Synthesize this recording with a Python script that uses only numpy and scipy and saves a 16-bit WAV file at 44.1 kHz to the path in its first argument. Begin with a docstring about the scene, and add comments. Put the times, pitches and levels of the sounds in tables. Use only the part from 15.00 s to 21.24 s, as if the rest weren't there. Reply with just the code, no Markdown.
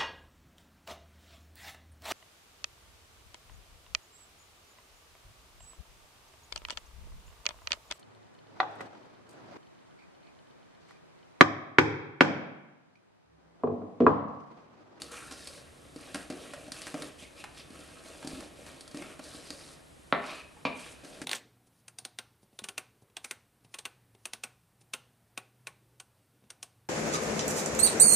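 """A wooden spoon stirs wet batter in a plastic bowl in a small kitchen, over a steady room hush.
From the start four bands of stick-slip noise plough, rub, swish and fizz, while touches thump modes,
bubbles ping, narrow noise bands squeak and air pockets hum in gliding resonances.
At 3.3 s the bowl rocks with a low thump; at 5.1 and 5.7 s the spoon knocks the bare wall, whose modes ring.
Echoes and a diffuse tail surround the bowl; loud knocks dip the level, which recovers slowly."""
import sys
import numpy as np
from scipy import signal
from scipy.fft import rfft, irfft
from scipy.io import wavfile
from scipy.ndimage import uniform_filter1d

SR = 44100
rng = np.random.default_rng(int(sys.argv[2]) if len(sys.argv) > 2 else 0)


def transcribe(u):
    """Save the signal u as a 16-bit wav file named by the first command-line argument.

    u: samples, shape (n,) or (channels, n), limited to [-1, 1]; the rate is SR.
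    q: integer samples, one column per channel.
    """
    v = np.clip(np.atleast_2d(u).T, -1, 1)
    q = np.round(v * 32767).astype(np.int16)
    wavfile.write(sys.argv[1], SR, q)


N = 275336


def amp(db):
    """Decibels to gain."""
    return 10 ** (np.asarray(db) / 20)


def evened(x):
    """Scales to rms 1."""
    return x / np.sqrt(np.mean(x ** 2) + 1e-20)


def read(points, hz):
    """Interpolates a table on a log-frequency axis."""
    point_hz, value = np.transpose(points)
    return np.interp(np.log(hz + 1), np.log(point_hz + 1), value)


def add(mix, start_s, sound):
    """Mixes a sound in place at start_s, or at 0 if that is negative."""
    part = mix[max(round(start_s * SR), 0):][:len(sound)]
    part += sound[:len(part)]


def colour(x, points, size=4096):
    """Minimum-phase filter with the given spectrum (hz, db)."""
    log_gain = np.log(amp(read(points, abs(np.fft.fftfreq(size, 1 / SR)))))
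    taps = np.fft.ifft(np.exp(np.conj(signal.hilbert(log_gain)))).real
    return signal.fftconvolve(x, taps[:size // 2])[:len(x)]


def whiten(x, width_hz):
    """Levels broad humps in a burst's spectrum, so that it drives all modes alike."""
    hz = np.fft.rfftfreq(len(x), 1 / SR)
    power = uniform_filter1d(abs(rfft(x)) ** 2, max(int(width_hz / hz[1]), 1))
    return colour(x, np.transpose([hz, -10 * np.log10(power + 1e-9)]))


def ring(hz, t60_s, db, size=22050):
    """Sum of exponentially dying modes."""
    t = np.arange(size)[:, None] / SR
    return (amp(db - 60 * t / t60_s) * np.sin(2 * np.pi * hz * t)).sum(1)


def resonate(x, hz, width_hz):
    """Resonance of peak gain 1 that follows the curve hz."""
    turn = np.exp(2j * np.pi * np.cumsum(hz) / SR)
    pole = np.exp(-np.pi * width_hz / SR)
    return 2 * (turn * signal.lfilter([1 - pole], [1, -pole], x / turn)).real


def blow(x, db, size=530):
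    """Sets the rms level of the first 12 ms of a hit."""
    return amp(db) * x / np.sqrt(np.mean(x[:size] ** 2) + 1e-20)


def crunch(decay_s, grit, size=4096):
    """One sharp contact followed by a dying burst of tiny slips."""
    slips = rng.standard_normal(size) * np.exp(-np.arange(size) / (SR * max(decay_s, .0003)))
    burst = grit * np.sqrt(abs(decay_s) * 1000) * slips / np.linalg.norm(slips)
    burst[0] += 1
    return burst


def friction(per_s, spread_db, smooth, judder_db, size=700):
    """Stick-slip grains of uneven size over a smooth hiss, clumped by the judder of the spoon."""
    sizes = amp(spread_db * np.minimum(rng.exponential(1, N), 4))
    grains = sizes * rng.choice([-1, 1], N) * (rng.random(N) < per_s / SR)
    judder = evened(uniform_filter1d(uniform_filter1d(rng.standard_normal(N), size), size // 2))
    return (evened(grains) + smooth * rng.standard_normal(N)) * amp(judder_db * judder)


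# spectrum of quiet kitchen and microphone: hz, relative_db_per_hz
HUSH_SPECTRUM = [(10, -26), (28, -12), (52, -6), (70, 2), (95, -6), (155, -3), (210, -10), (400, -12),
                 (900, -18), (2500, -22.5), (6500, -26), (9200, -22.5), (11000, -27.5), (13300, -37)]
# side against mid: hz, side_db
HUSH_SIDE = [(30, -7), (70, -14), (150, -4.5), (230, 2), (400, 4), (1000, 3), (1500, 0), (1750, 4),
             (2000, -1), (3000, -1), (3900, -2), (4500, -24), (9000, -28)]
HUSH_MID_DB = -58.2


def hush():
    """Steady room rumble and microphone hiss, much wider than the bowl; returns mid and side."""
    mid, side = (evened(colour(rng.standard_normal(N), HUSH_SPECTRUM)) for _ in range(2))
    return amp(HUSH_MID_DB) * np.array([mid, colour(side, HUSH_SIDE)])


def stroke(t, start_s, length_s, attack_s, release_s, sag_db_per_s):
    """One push of the spoon: a quick rise, a slowly sagging hold, a dying release."""
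    age_s = np.maximum(t - start_s, 0)
    rise = np.minimum(age_s / attack_s, 1)
    release = np.exp(-np.maximum(age_s - length_s, 0) / release_s)
    return rise * amp(sag_db_per_s * age_s) * release


# settling of the batter between strokes: time_s, relative_db
SETTLING_LEVEL = [(0, -65), (.8, -66), (2.3, -65), (3.5, -64), (4.75, -68), (5.0, -73), (5.6, -69),
                  (6.24, -64)]
SETTLING_DRAG_DB, SETTLING_FIZZ_DB = 5, -4
# ploughing through the batter: start_s, length_s, drag_db, swish_db, swish_hz; levels before sag and trim
PLOUGHS = [(-0.03, .11, -52, -56, 4300), (0.29, .29, -56.5, -52.5, 4600), (0.97, .16, -53.5, -56.5, 3100),
           (1.125, .105, -50, -53, 3600), (1.3, .37, -49, -55.2, 3100), (1.715, .2, -55, -50.5, 3800),
           (1.94, .13, -48, -51.5, 3000), (2.71, .28, -56, -58, 3200), (3.02, .23, -53.5, -56, 3200),
           (3.255, .185, -47.5, -52.5, 3700), (3.55, .24, -55, -59, 3400), (3.93, .2, -52, -55, 2800),
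           (4.21, .52, -53.5, -53.2, 4400), (6.02, .24, -50.5, -58, 3400)]
SWEEP_ATTACK_S, SWEEP_RELEASE_S, SWEEP_SAG_DB_PER_S = .03, .035, -6.5  # digs in, slides out, slows
DRAG_EXTRA_SAG_DB_PER_S = -9  # drag eases sooner than swish as the batter gives way
# sweep friction against the swish, at its usual pitch: a higher swish means more fizz and less rub
USUAL_HZ, COATED_RING_SHARE = 3300, .08  # share of ringing where batter coats the wall
FIZZ_DB, FIZZ_DB_PER_OCTAVE, RUB_DB, RUB_DB_PER_OCTAVE = -2.4, 1.2, -4.3, -6
# scraping along the wall; levels before sag and trim:
# start_s, length_s, swell_s, rub_db, swish_db, fizz_db, swish_hz, ringing_share
WALL_SCRAPES = [(0.108, .08, .012, -50, -50, -49, 2700, .15), (0.19, .1, .04, -57, -56, -55.5, 3900, .1),
                (2.17, .065, .035, -60, -51, -56, 2900, .2), (2.35, .062, .04, -60, -50.5, -56, 3100, .25),
                (2.53, .075, .05, -57, -50.5, -58, 3700, .1), (3.655, .035, .015, -55, -58, -58, 3000, .15),
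                (4.01, .02, .012, -56, -55, -62, 2500, .2), (5.2, .125, .1, -45, -41.5, -53.5, 2800, .2),
                (5.325, .075, .025, -55, -49, -58, 2800, .15), (5.545, .035, .025, -61, -63, -70, 2800, .3),
                (5.735, .19, .06, -55, -49.5, -52.5, 2900, .2)]
SCRAPE_RELEASE_S, SCRAPE_SAG_DB_PER_S, SCRAPE_DRAG_DB = .025, -18, -7  # drag against swish


def strokes(count=3000):
    """Power-sums settling, sweeps and scrapes into four friction levels, swish pitch and ringing share."""
    t = np.linspace(0, N / SR, count)
    idle = amp(np.interp(t, *np.transpose(SETTLING_LEVEL)))
    parts = [(idle * amp(SETTLING_DRAG_DB), idle, idle, idle * amp(SETTLING_FIZZ_DB),
              USUAL_HZ, COATED_RING_SHARE)]
    for start_s, length_s, drag_db, swish_db, hz in PLOUGHS:
        push = stroke(t, start_s, length_s, SWEEP_ATTACK_S, SWEEP_RELEASE_S, SWEEP_SAG_DB_PER_S)
        drag = push * amp(drag_db + DRAG_EXTRA_SAG_DB_PER_S * np.maximum(t - start_s, 0))
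        swish = push * amp(swish_db)
        octaves = np.log2(hz / USUAL_HZ)
        rub = swish * amp(RUB_DB + RUB_DB_PER_OCTAVE * octaves)
        fizz = swish * amp(FIZZ_DB + FIZZ_DB_PER_OCTAVE * octaves)
        parts.append((drag, rub, swish, fizz, hz, COATED_RING_SHARE))
    for start_s, length_s, swell_s, rub_db, swish_db, fizz_db, hz, ringing in WALL_SCRAPES:
        push = stroke(t, start_s, length_s, swell_s, SCRAPE_RELEASE_S, SCRAPE_SAG_DB_PER_S)
        levels_db = (swish_db + SCRAPE_DRAG_DB, rub_db, swish_db, fizz_db)
        drag, rub, swish, fizz = (push * amp(db) for db in levels_db)
        parts.append((drag, rub, swish, fizz, hz, ringing))
    drag, rub, swish, fizz, hz, ringing = map(np.array, zip(*parts))
    levels_db = [10 * np.log10((gain ** 2).sum(0)) for gain in (drag, rub, swish, fizz)]
    lead = swish ** 2 / (swish ** 2).sum(0)  # swish power weights pitch and ringing
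    curves = (*levels_db, hz @ lead, ringing @ lead)
    return [np.interp(np.arange(N) / SR, t, curve) for curve in curves]


# modes of bowl and spoon, undamped: hz, t60_s, spot_0_db, spot_1_db
BOWL_MODES = [(150, .35, -42, -41), (258, .22, -42, -44), (272, .04, -22.5, -23.5), (415, .33, -31, -39),
              (452, .2, -47, -48), (517, .2, -49, -43), (605, .25, -39, -40), (690, .024, -15, -32),
              (697, .25, -41, -52), (818, .28, -39, -55), (931, .2, -40, -54), (985, .05, -32, -27),
              (1066, .15, -38, -51), (1141, .2, -37, -49), (1150, .02, -22, -26.5), (1178, .2, -40, -46),
              (1309, .28, -39, -56), (1350, .025, -18, -44), (1394, .2, -42, -60), (1626, .15, -47, -51),
              (1788, .2, -38, -63), (1965, .03, -28, -58), (2045, .17, -38, -60), (2280, .15, -48, -46),
              (2403, .028, -42, -28), (2570, .035, -37, -29.5), (2900, .14, -48, -44),
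              (3160, .05, -41, -47), (3430, .12, -44, -49), (3750, .1, -46, -48)]


def excite(x, share, spot, damping):
    """Friction also wakes the bowl's modes, shortened by the batter on the wall."""
    hz, t60_s, *mode_db = np.transpose(BOWL_MODES)
    modes = ring(hz, t60_s * damping, np.array([1 - spot, spot]) @ mode_db)
    ringing = evened(signal.fftconvolve(x, modes)[:N])
    return (evened(x) + share * ringing) / (1 + .5 * share)


def slurp(x, patchy_db, patch_hz, patch_s):
    """Wet films open and close: coloured patches come and go in the friction."""
    hz, when, z = signal.stft(x, SR, nperseg=512, noverlap=384)
    field = rng.standard_normal(z.shape)
    for axis, width in enumerate((patch_hz / hz[1], patch_s / when[1])):
        bell = signal.windows.gaussian(41, max(width / 2.355, .3))  # 2.355: full width at half height
        field = signal.fftconvolve(field, np.expand_dims(bell, 1 - axis), "same")
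    return signal.istft(z * amp(patchy_db * evened(field)), SR, nperseg=512, noverlap=384)[1][:N]


# friction spectra: hz, relative_db_per_hz
DRAG_SPECTRUM = [(90, -22), (200, -6.5), (290, -2.5), (380, -2), (470, -4), (590, -2), (700, -4.5),
                 (880, -19), (1500, -36)]
RUB_SPECTRUM = [(550, -25), (850, -8.5), (1000, -5), (1180, -1), (1350, -2), (1550, -4.5), (1780, -2.5),
                (2050, -8), (3000, -30)]
SWISH_SPECTRUM = [(1400, -20), (2000, -4), (2500, 3), (2950, -1), (3500, -3), (4500, -1.5), (5500, -3),
                  (7500, -17)]
FIZZ_SPECTRUM = [(4000, -22), (6000, -2), (7100, -3), (8700, .7), (9800, -1.5), (11000, -7), (12300, -15),
                 (13300, -28)]


def stirring():
    """The strokes drive four kinds of friction, from the dull drag to the wet fizz."""
    drag_db, rub_db, swish_db, fizz_db, pocket_hz, ringing = strokes()
    drag = colour(friction(per_s=400, spread_db=2.0, smooth=.9, judder_db=1.0), DRAG_SPECTRUM)
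    rub = colour(friction(per_s=550, spread_db=3.1, smooth=.45, judder_db=1.2), RUB_SPECTRUM)
    rub = excite(rub, ringing, spot=.7, damping=.35)
    rub = slurp(rub, patchy_db=2.8, patch_hz=250, patch_s=.025)
    swish = colour(friction(per_s=1500, spread_db=3.6, smooth=.7, judder_db=.9), SWISH_SPECTRUM)
    swish = excite(swish, ringing, spot=.9, damping=.5)
    swish = slurp(swish, patchy_db=1.5, patch_hz=400, patch_s=.025)
    swish = resonate(swish, pocket_hz, width_hz=2100)  # hollow behind the spoon
    fizz = colour(friction(per_s=1800, spread_db=3.8, smooth=.8, judder_db=1.2), FIZZ_SPECTRUM)
    return (amp(drag_db - 2.6) * evened(drag) + amp(rub_db - 2.5) * evened(rub)
            + amp(swish_db - 2.5) * evened(swish) + amp(fizz_db - 1.7) * evened(fizz))


# thud and hollow against the sweep's drag, clack and snap against its swish
BUMPS_PER_S, BUMP_THUD_DB, BUMP_HOLLOW_DB, BUMP_CLACK_DB, BUMP_SNAP_DB = 3, -2, -7, -8, -7
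BUMP_LOW_HZ, BUMP_HIGH_HZ, BUMP_CLACK_HZ, BUMP_DECAY_S = 240, 350, 1900, .004


def bumps(count=8):
    """Faint chance touches during the sweeps, as rows like those of TOUCHES."""
    rows = []
    for start_s, length_s, drag_db, swish_db, _ in PLOUGHS:
        for chance, when, place in rng.random((count, 3)):
            if chance < BUMPS_PER_S * length_s / count:
                thud_hz = BUMP_LOW_HZ + (BUMP_HIGH_HZ - BUMP_LOW_HZ) * place
                rows.append((start_s + when * length_s, drag_db + BUMP_THUD_DB, thud_hz,
                             drag_db + BUMP_HOLLOW_DB, swish_db + BUMP_CLACK_DB, BUMP_CLACK_HZ,
                             swish_db + BUMP_SNAP_DB, BUMP_DECAY_S))
    return rows


# spoon meets bowl; levels and decay before trims:
# time_s, thud_db, thud_hz, hollow_db, clack_db, clack_hz, snap_db, decay_s
TOUCHES = [(0.0196, -62, 290, -63, -54, 1400, -41, 0.0017), (0.3114, -51, 285, -58, -49, 1300, -49, 0.004),
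           (0.3226, -52, 295, -60, -50, 1350, -48, 0.004),
           (0.4727, -61, 330, -53, -54, 2600, -42.5, 0.0046),
           (0.9607, -42, 295, -62, -61, 2000, -54, 0.005), (1.1455, -39, 280, -45, -39, 1700, -40, 0.003),
           (1.156, -39, 275, -42.5, -42, 1500, -45, 0.0044),
           (1.3012, -36, 280, -41, -47.5, 2100, -46.5, 0.007),
           (1.324, -44, 240, -48, -55, 1050, -58, 0.006), (1.5356, -51, 285, -42, -45, 1500, -49, 0.006),
           (1.6805, -46, 260, -48, -58, 800, -59, 0.005), (1.7199, -52, 270, -58, -50, 1400, -40, 0.0035),
           (1.8184, -55, 325, -57, -49, 2200, -45, 0.0025), (1.869, -49, 305, -54, -44, 1700, -48, 0.003),
           (1.878, -52, 305, -57, -46, 2000, -52, 0.006), (1.9423, -37, 285, -41, -43, 1100, -49, 0.0024),
           (1.9492, -40, 290, -44, -52, 900, -60, 0.005), (2.0219, -46, 300, -53, -45, 1800, -43.5, 0.0037),
           (2.2251, -51, 240, -56, -66, 2400, -60, 0.002), (2.4403, -68, 330, -55, -42, 850, -50, 0.004),
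           (2.595, -54, 235, -63, -63, 2100, -58, 0.005), (2.7047, -49, 240, -67, -60, 2200, -59, 0.005),
           (2.7914, -49, 315, -66, -65, 2200, -59, 0.006), (3.2274, -55, 315, -51, -49, 900, -55, 0.003),
           (3.247, -40, 265, -50, -57, 900, -53, 0.005), (3.2736, -40, 270, -54, -52, 1700, -42, 0.0035),
           (3.305, -48, 250, -58, -62, 1700, -58, 0.005), (3.331, -41, 260, -59, -62, 2300, -63, 0.006),
           (3.4062, -58, 295, -60, -55, 2200, -52, 0.003), (3.6644, -60, 280, -64, -55, 1400, -55, 0.008),
           (3.8086, -60, 240, -75, -59, 2000, -49, 0.006), (3.8784, -71, 255, -63, -66, 1700, -51, 0.002),
           (3.912, -66, 270, -66, -62, 2700, -55, 0.009), (3.9452, -39, 275, -53, -55, 1700, -53, 0.0055),
           (3.9722, -54, 315, -55, -51, 2500, -49, 0.002), (4.0223, -47, 240, -58, -46.5, 2200, -55, 0.003),
           (4.1932, -46, 280, -48, -49, 1200, -55, 0.0045), (4.2402, -67, 270, -64, -70, 2000, -52, 0.006),
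           (4.3473, -48, 300, -66, -60, 1500, -56, 0.005), (4.5048, -46, 285, -57, -51, 2000, -44, 0.0025),
           (5.265, -64, 330, -58, -56, 1000, -51, 0.006), (6.0476, -51, 290, -62, -56, 1500, -55, 0.006),
           (6.2167, -41, 295, -51, -44, 1800, -45, 0.006)]
# bowl bottom damped by batter: thud_hz_multiple, t60_s, relative_db
BOTTOM_MODES = [(.58, .045, -15), (.83, .025, -10), (1, .03, 0), (1.24, .03, -8.5), (1.5, .04, -12)]
# hollow of the bowl, before detuning: hz, t60_s, relative_db
HOLLOW_MODES = [(490, .04, -8), (605, .065, 0), (700, .05, -4)]
# weak deep bass of a small bowl: hz, gain_db
THUD_BASS = [(20, -22), (90, -9), (150, 0)]
# spectra of wood clack and film snap: hz, relative_db
CLACK_SPECTRUM = [(400, -20), (620, -7), (820, -1), (1200, 0), (1750, -.5), (2100, -3), (2550, -1),
                  (3100, -6), (5000, -25)]
SNAP_SPECTRUM = [(1800, -22), (3100, -4), (4500, 3), (5600, -2), (7000, -5), (8900, -1), (10500, -7),
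                 (12300, -19), (13300, -32)]
THUD_RISE_S = .0018
CLACK_HUMP_DB, CLACK_SPAN_RATIO = 6, 1.5  # each spot favours one part of the clack


def contacts():
    """Each touch thumps the loaded bottom, sounds the hollow, clacks the wood and snaps a batter film."""
    out = np.zeros(N)
    ratio, t60_s, db = np.transpose(BOTTOM_MODES)
    hollow_hz, hollow_t60_s, hollow_mode_db = np.transpose(HOLLOW_MODES)
    for time_s, thud_db, thud_hz, hollow_db, clack_db, clack_hz, snap_db, decay_s in TOUCHES + bumps():
        load = 1 + .03 * rng.standard_normal(len(hollow_hz))  # shifting batter detunes the hollow
        thud = ring(thud_hz * ratio, t60_s, db)
        cushion = 1 - np.exp(-np.arange(len(thud)) / (SR * THUD_RISE_S))  # batter softens the push
        add(out, time_s, blow(colour(thud * cushion, THUD_BASS), thud_db - 1.0))
        hollow = ring(hollow_hz * load, hollow_t60_s, hollow_mode_db) * cushion
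        add(out, time_s, blow(hollow, hollow_db - .5))
        clack = colour(whiten(crunch(decay_s * 1.1, grit=1.05), width_hz=500), CLACK_SPECTRUM)
        hump = [(clack_hz / CLACK_SPAN_RATIO, 0), (clack_hz, CLACK_HUMP_DB), (clack_hz * CLACK_SPAN_RATIO, 0)]
        add(out, time_s, blow(colour(clack, hump), clack_db - .6))
        snap = colour(crunch(decay_s * 1.05, grit=1.15), SNAP_SPECTRUM)
        add(out, time_s, blow(snap, snap_db - .5))
    return out


# bubbles burst as the spoon lands: time_s, start_hz, level_db
LOUD_POPS = [(0.0196, 4500, -41), (0.4727, 4500, -51), (1.7199, 4750, -41), (3.8086, 4600, -56),
             (4.5048, 4750, -46)]
POP_T60_S, POP_RISE_PER_S = .007, 9
# tiny bubbles during the sweeps, level against the swish
CRACKLE_PER_S, CRACKLE_DB, CRACKLE_SPREAD_DB, CRACKLE_LOW_HZ, CRACKLE_HIGH_HZ = 45, -12, 3, 1100, 5500


def pops(count=40, size=1024):
    """Bubbles burst with a brief rising ping: a few loud ones, and a faint crackle through the sweeps."""
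    out, t, rows = np.zeros(N), np.arange(size) / SR, list(LOUD_POPS)
    for start_s, length_s, _, swish_db, _ in PLOUGHS:
        for chance, when, pitch, strength in rng.random((count, 4)):
            if chance < CRACKLE_PER_S * length_s / count:
                hz = CRACKLE_LOW_HZ * (CRACKLE_HIGH_HZ / CRACKLE_LOW_HZ) ** pitch
                db = swish_db + CRACKLE_DB + CRACKLE_SPREAD_DB * min(-np.log(strength), 2)
                rows.append((start_s + when * length_s, hz, db))
    for time_s, hz, db in rows:
        tone = np.sin(2 * np.pi * hz * t * (1 + POP_RISE_PER_S * t / 2))
        add(out, time_s, blow(tone * amp(-60 * t / POP_T60_S), db))
    return out


# hoarse squeaks on the wall: start_s, length_s, from_hz, to_hz, level_db
WOOD_SQUEAKS = [(0.075, .115, 1280, 1180, -55), (0.122, .02, 2330, 2400, -54),
                (0.16, .035, 2380, 2330, -54), (0.21, .085, 1280, 1500, -58), (1.72, .1, 2620, 2600, -61),
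                (2.185, .05, 3150, 3250, -59), (2.235, .05, 2400, 1850, -62), (2.38, .05, 2520, 2600, -58),
                (5.21, .12, 860, 1020, -50), (5.235, .045, 2520, 2540, -49.5), (5.295, .05, 630, 600, -51),
                (5.375, .05, 2540, 2500, -52.5), (5.56, .03, 840, 880, -60), (5.74, .11, 2420, 2400, -59)]
SQUEAK_WIDTH_HZ, SQUEAK_SKIRT_HZ = 240, 750


def squeaks():
    """Where wood drags on thinly coated plastic, its slips crowd into a narrow, gliding band."""
    out = np.zeros(N)
    slips = friction(per_s=700, spread_db=3, smooth=.4, judder_db=2.0, size=350)
    for start_s, length_s, from_hz, to_hz, db in WOOD_SQUEAKS:
        u = np.linspace(0, 1, round(length_s * SR))
        hz = from_hz + (to_hz - from_hz) * u
        band = resonate(slips[round(start_s * SR):][:len(u)], hz, SQUEAK_WIDTH_HZ)
        band = resonate(band, hz, SQUEAK_SKIRT_HZ)
        add(out, start_s, amp(db) * evened(band * np.sqrt(u * (1 - u))))
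    return out


# air pockets: start_s, length_s, from_hz, to_hz, level_db (before trim)
AIR_GULPS = [(.118, .025, 430, 500, -51), (.47, .17, 530, 580, -62), (1.315, .06, 380, 345, -47),
             (1.955, .13, 560, 400, -52), (1.98, .08, 280, 255, -54), (3.25, .05, 590, 750, -53),
             (3.345, .075, 170, 380, -49), (3.41, .05, 560, 760, -56), (3.95, .1, 250, 360, -49),
             (4.52, .05, 540, 570, -56)]


def gulps():
    """Air pockets behind the spoon hum and glide as the batter opens or closes them."""
    out = np.zeros(N)
    for start_s, length_s, from_hz, to_hz, db in AIR_GULPS:
        u = np.linspace(0, 1, round(length_s * SR))
        hz = from_hz + (to_hz - from_hz) * u
        hum = resonate(rng.standard_normal(len(u)), hz, width_hz=90)
        hum = resonate(hum, hz, width_hz=160)
        add(out, start_s, amp(db - 1) * evened(hum * np.sqrt(u) * (1 - u)))
    return out


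# bowl on the counter: hz, t60_s, level_db
ROCK_MODES = [(68, .25, -51), (105, .15, -48), (150, .15, -46)]


def rocking():
    """A hard push rocks the bowl on the counter: one soft, low thump."""
    out = np.zeros(N)
    add(out, 3.338, ring(*np.transpose(ROCK_MODES)))
    return out


def bend(x, lag_s, corner_hz):
    """Bending waves cross the wall more slowly the lower they are: the treble arrives first."""
    hz = np.fft.rfftfreq(len(x), 1 / SR)
    delay_s = lag_s / np.sqrt(1 + hz / corner_hz)
    return irfft(rfft(x) * np.exp(-2j * np.pi * np.cumsum(delay_s) * hz[1]), len(x))


# hard knocks: time_s, force_db, wall_spot (0-1), chatter_decay_s
WALL_KNOCKS = [(5.1243, 0, 0.0, .005), (5.6508, 0, 1.0, .011)]
# many damped wall modes merged into a clack: hz, spot_0_db, spot_1_db (relative)
WALL_SPECTRUM = [(110, -35, -31), (200, -25, -22), (280, -9, -8), (350, -7, -8), (430, -4, -3),
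                 (520, -8, -5), (670, 0, -4), (840, 0, -11), (1050, -3.5, -9), (1380, 0, -15),
                 (1650, -3, -12), (1980, -2.5, -16), (2430, -9, -5), (3100, -13, -12), (3900, -9, -13),
                 (4600, -22, -17), (6000, -39, -29), (12000, -62, -47)]
WALL_RING_DB, WALL_T60_S = -13, .25  # lingering crowd of modes, against the strike


def knocks():
    """Wood strikes the bare wall and chatters: modes favoured by the spot ring over a dense clack."""
    out = np.zeros(N)
    hz, t60_s, *mode_db = np.transpose(BOWL_MODES)
    wall_hz, *wall_db = np.transpose(WALL_SPECTRUM)
    radiation = [(20, -30), (100, -14), (150, -2), (200, -4), (250, 0), (3900, 0), (6000, -20)]  # hz, db
    for time_s, force_db, spot, chatter_s in WALL_KNOCKS:
        share = np.clip([1 - spot, spot], 0, 1)
        modes = colour(ring(hz, t60_s, share @ mode_db), radiation)
        strike = whiten(crunch(chatter_s, grit=.6, size=len(modes)), width_hz=120)
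        t = np.arange(len(modes)) / SR
        crowd = rng.standard_normal(len(t)) * amp(-60 * t / WALL_T60_S)
        wall = strike / np.linalg.norm(strike) + amp(WALL_RING_DB) * crowd / np.linalg.norm(crowd)
        clack = amp(13.5) * colour(wall, np.transpose([wall_hz, share @ wall_db]))
        add(out, time_s, amp(force_db) * bend(modes + clack, lag_s=.006, corner_hz=120))
    return out


# decay of the room: hz, t60_s
KITCHEN_DECAY = [(120, .5), (320, .55), (840, .55), (2400, .55), (5000, .36), (11000, .25)]
# spectrum of the tail: hz, relative_db
KITCHEN_TAIL = [(100, -4), (170, -1.5), (275, -4), (400, 0), (700, -2.5), (1400, -2.5), (2600, -2),
                (5000, -6), (11000, -8)]
# counter and near walls: delay_s, level_db
NEAR_SURFACES = [(.0037, -11), (.0063, -14), (.0108, -15), (.0142, -17), (.0235, -18)]


def kitchen(x, wet_db, size=32768):
    """Echoes from the counter and near walls, then a tail of sparse taps; returns mid and side."""
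    t = np.arange(size) / SR
    taps_per_s = 4000
    signs = rng.choice([-1., 1.], (2, size))
    taps = signs * (rng.random((2, size)) < taps_per_s / SR) * np.clip((t - .005) / .012, 0, 1)
    hz, when, z = signal.stft(taps, SR, nperseg=256)
    t60_s = read(KITCHEN_DECAY, hz)[:, None]
    z = z * amp(read(KITCHEN_TAIL, hz)[:, None] - 60 * when / t60_s)
    z = z * np.sqrt(np.log(1e6) / (taps_per_s * t60_s))  # evens tail energy over decay times
    response = amp(wet_db) * signal.istft(z, SR, nperseg=256)[1]
    for delay_s, db in NEAR_SURFACES:
        add(response[0], delay_s, amp([db]))
    mid, side = signal.fftconvolve(x[None], response, axes=1)[:, :N]
    return np.array([x + mid, side])


# width of the room's tail: hz, side_db (against mid)
TAIL_SIDE = [(40, -15), (150, -13.5), (300, -7.2), (650, -7.5), (1200, -8.5), (2300, -8), (3700, -8),
             (4500, -22), (9000, -22)]


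def scene():
    """The bowl stands in the centre; only the kitchen's diffuse tail and the hush have width."""
    rubbed = kitchen(stirring() + squeaks(), wet_db=-2)
    struck = kitchen(contacts() + pops() + gulps() + rocking(), wet_db=-2)
    mid, side = rubbed + struck + kitchen(knocks(), wet_db=-.5)
    mid, side = np.array([mid, colour(side, TAIL_SIDE)]) + hush()
    return np.array([mid + side, mid - side])


THRESHOLD_DB, RATIO, RECOVERY_DB_PER_S, EDGE_HZ = -30, 1.2, 2, 12950


def record(dry):
    """Gain control turns loud sound down and recovers slowly; then a low-pass limits the band."""
    power = signal.lfilter([1 / 400], [1, 1 / 400 - 1], (dry ** 2).mean(0))  # 9 ms smoothing
    cut_db = np.maximum(10 * np.log10(power + 1e-12) - THRESHOLD_DB, 0) * (1 - 1 / RATIO)
    recovery_db = RECOVERY_DB_PER_S * np.arange(N) / SR
    ducked = dry * amp(recovery_db - np.maximum.accumulate(cut_db + recovery_db))
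    low_pass = signal.firwin(511, EDGE_HZ, window=("kaiser", 9), fs=SR)
    return signal.oaconvolve(ducked, low_pass[None], "same")


dry = scene()
out = record(dry)
transcribe(out)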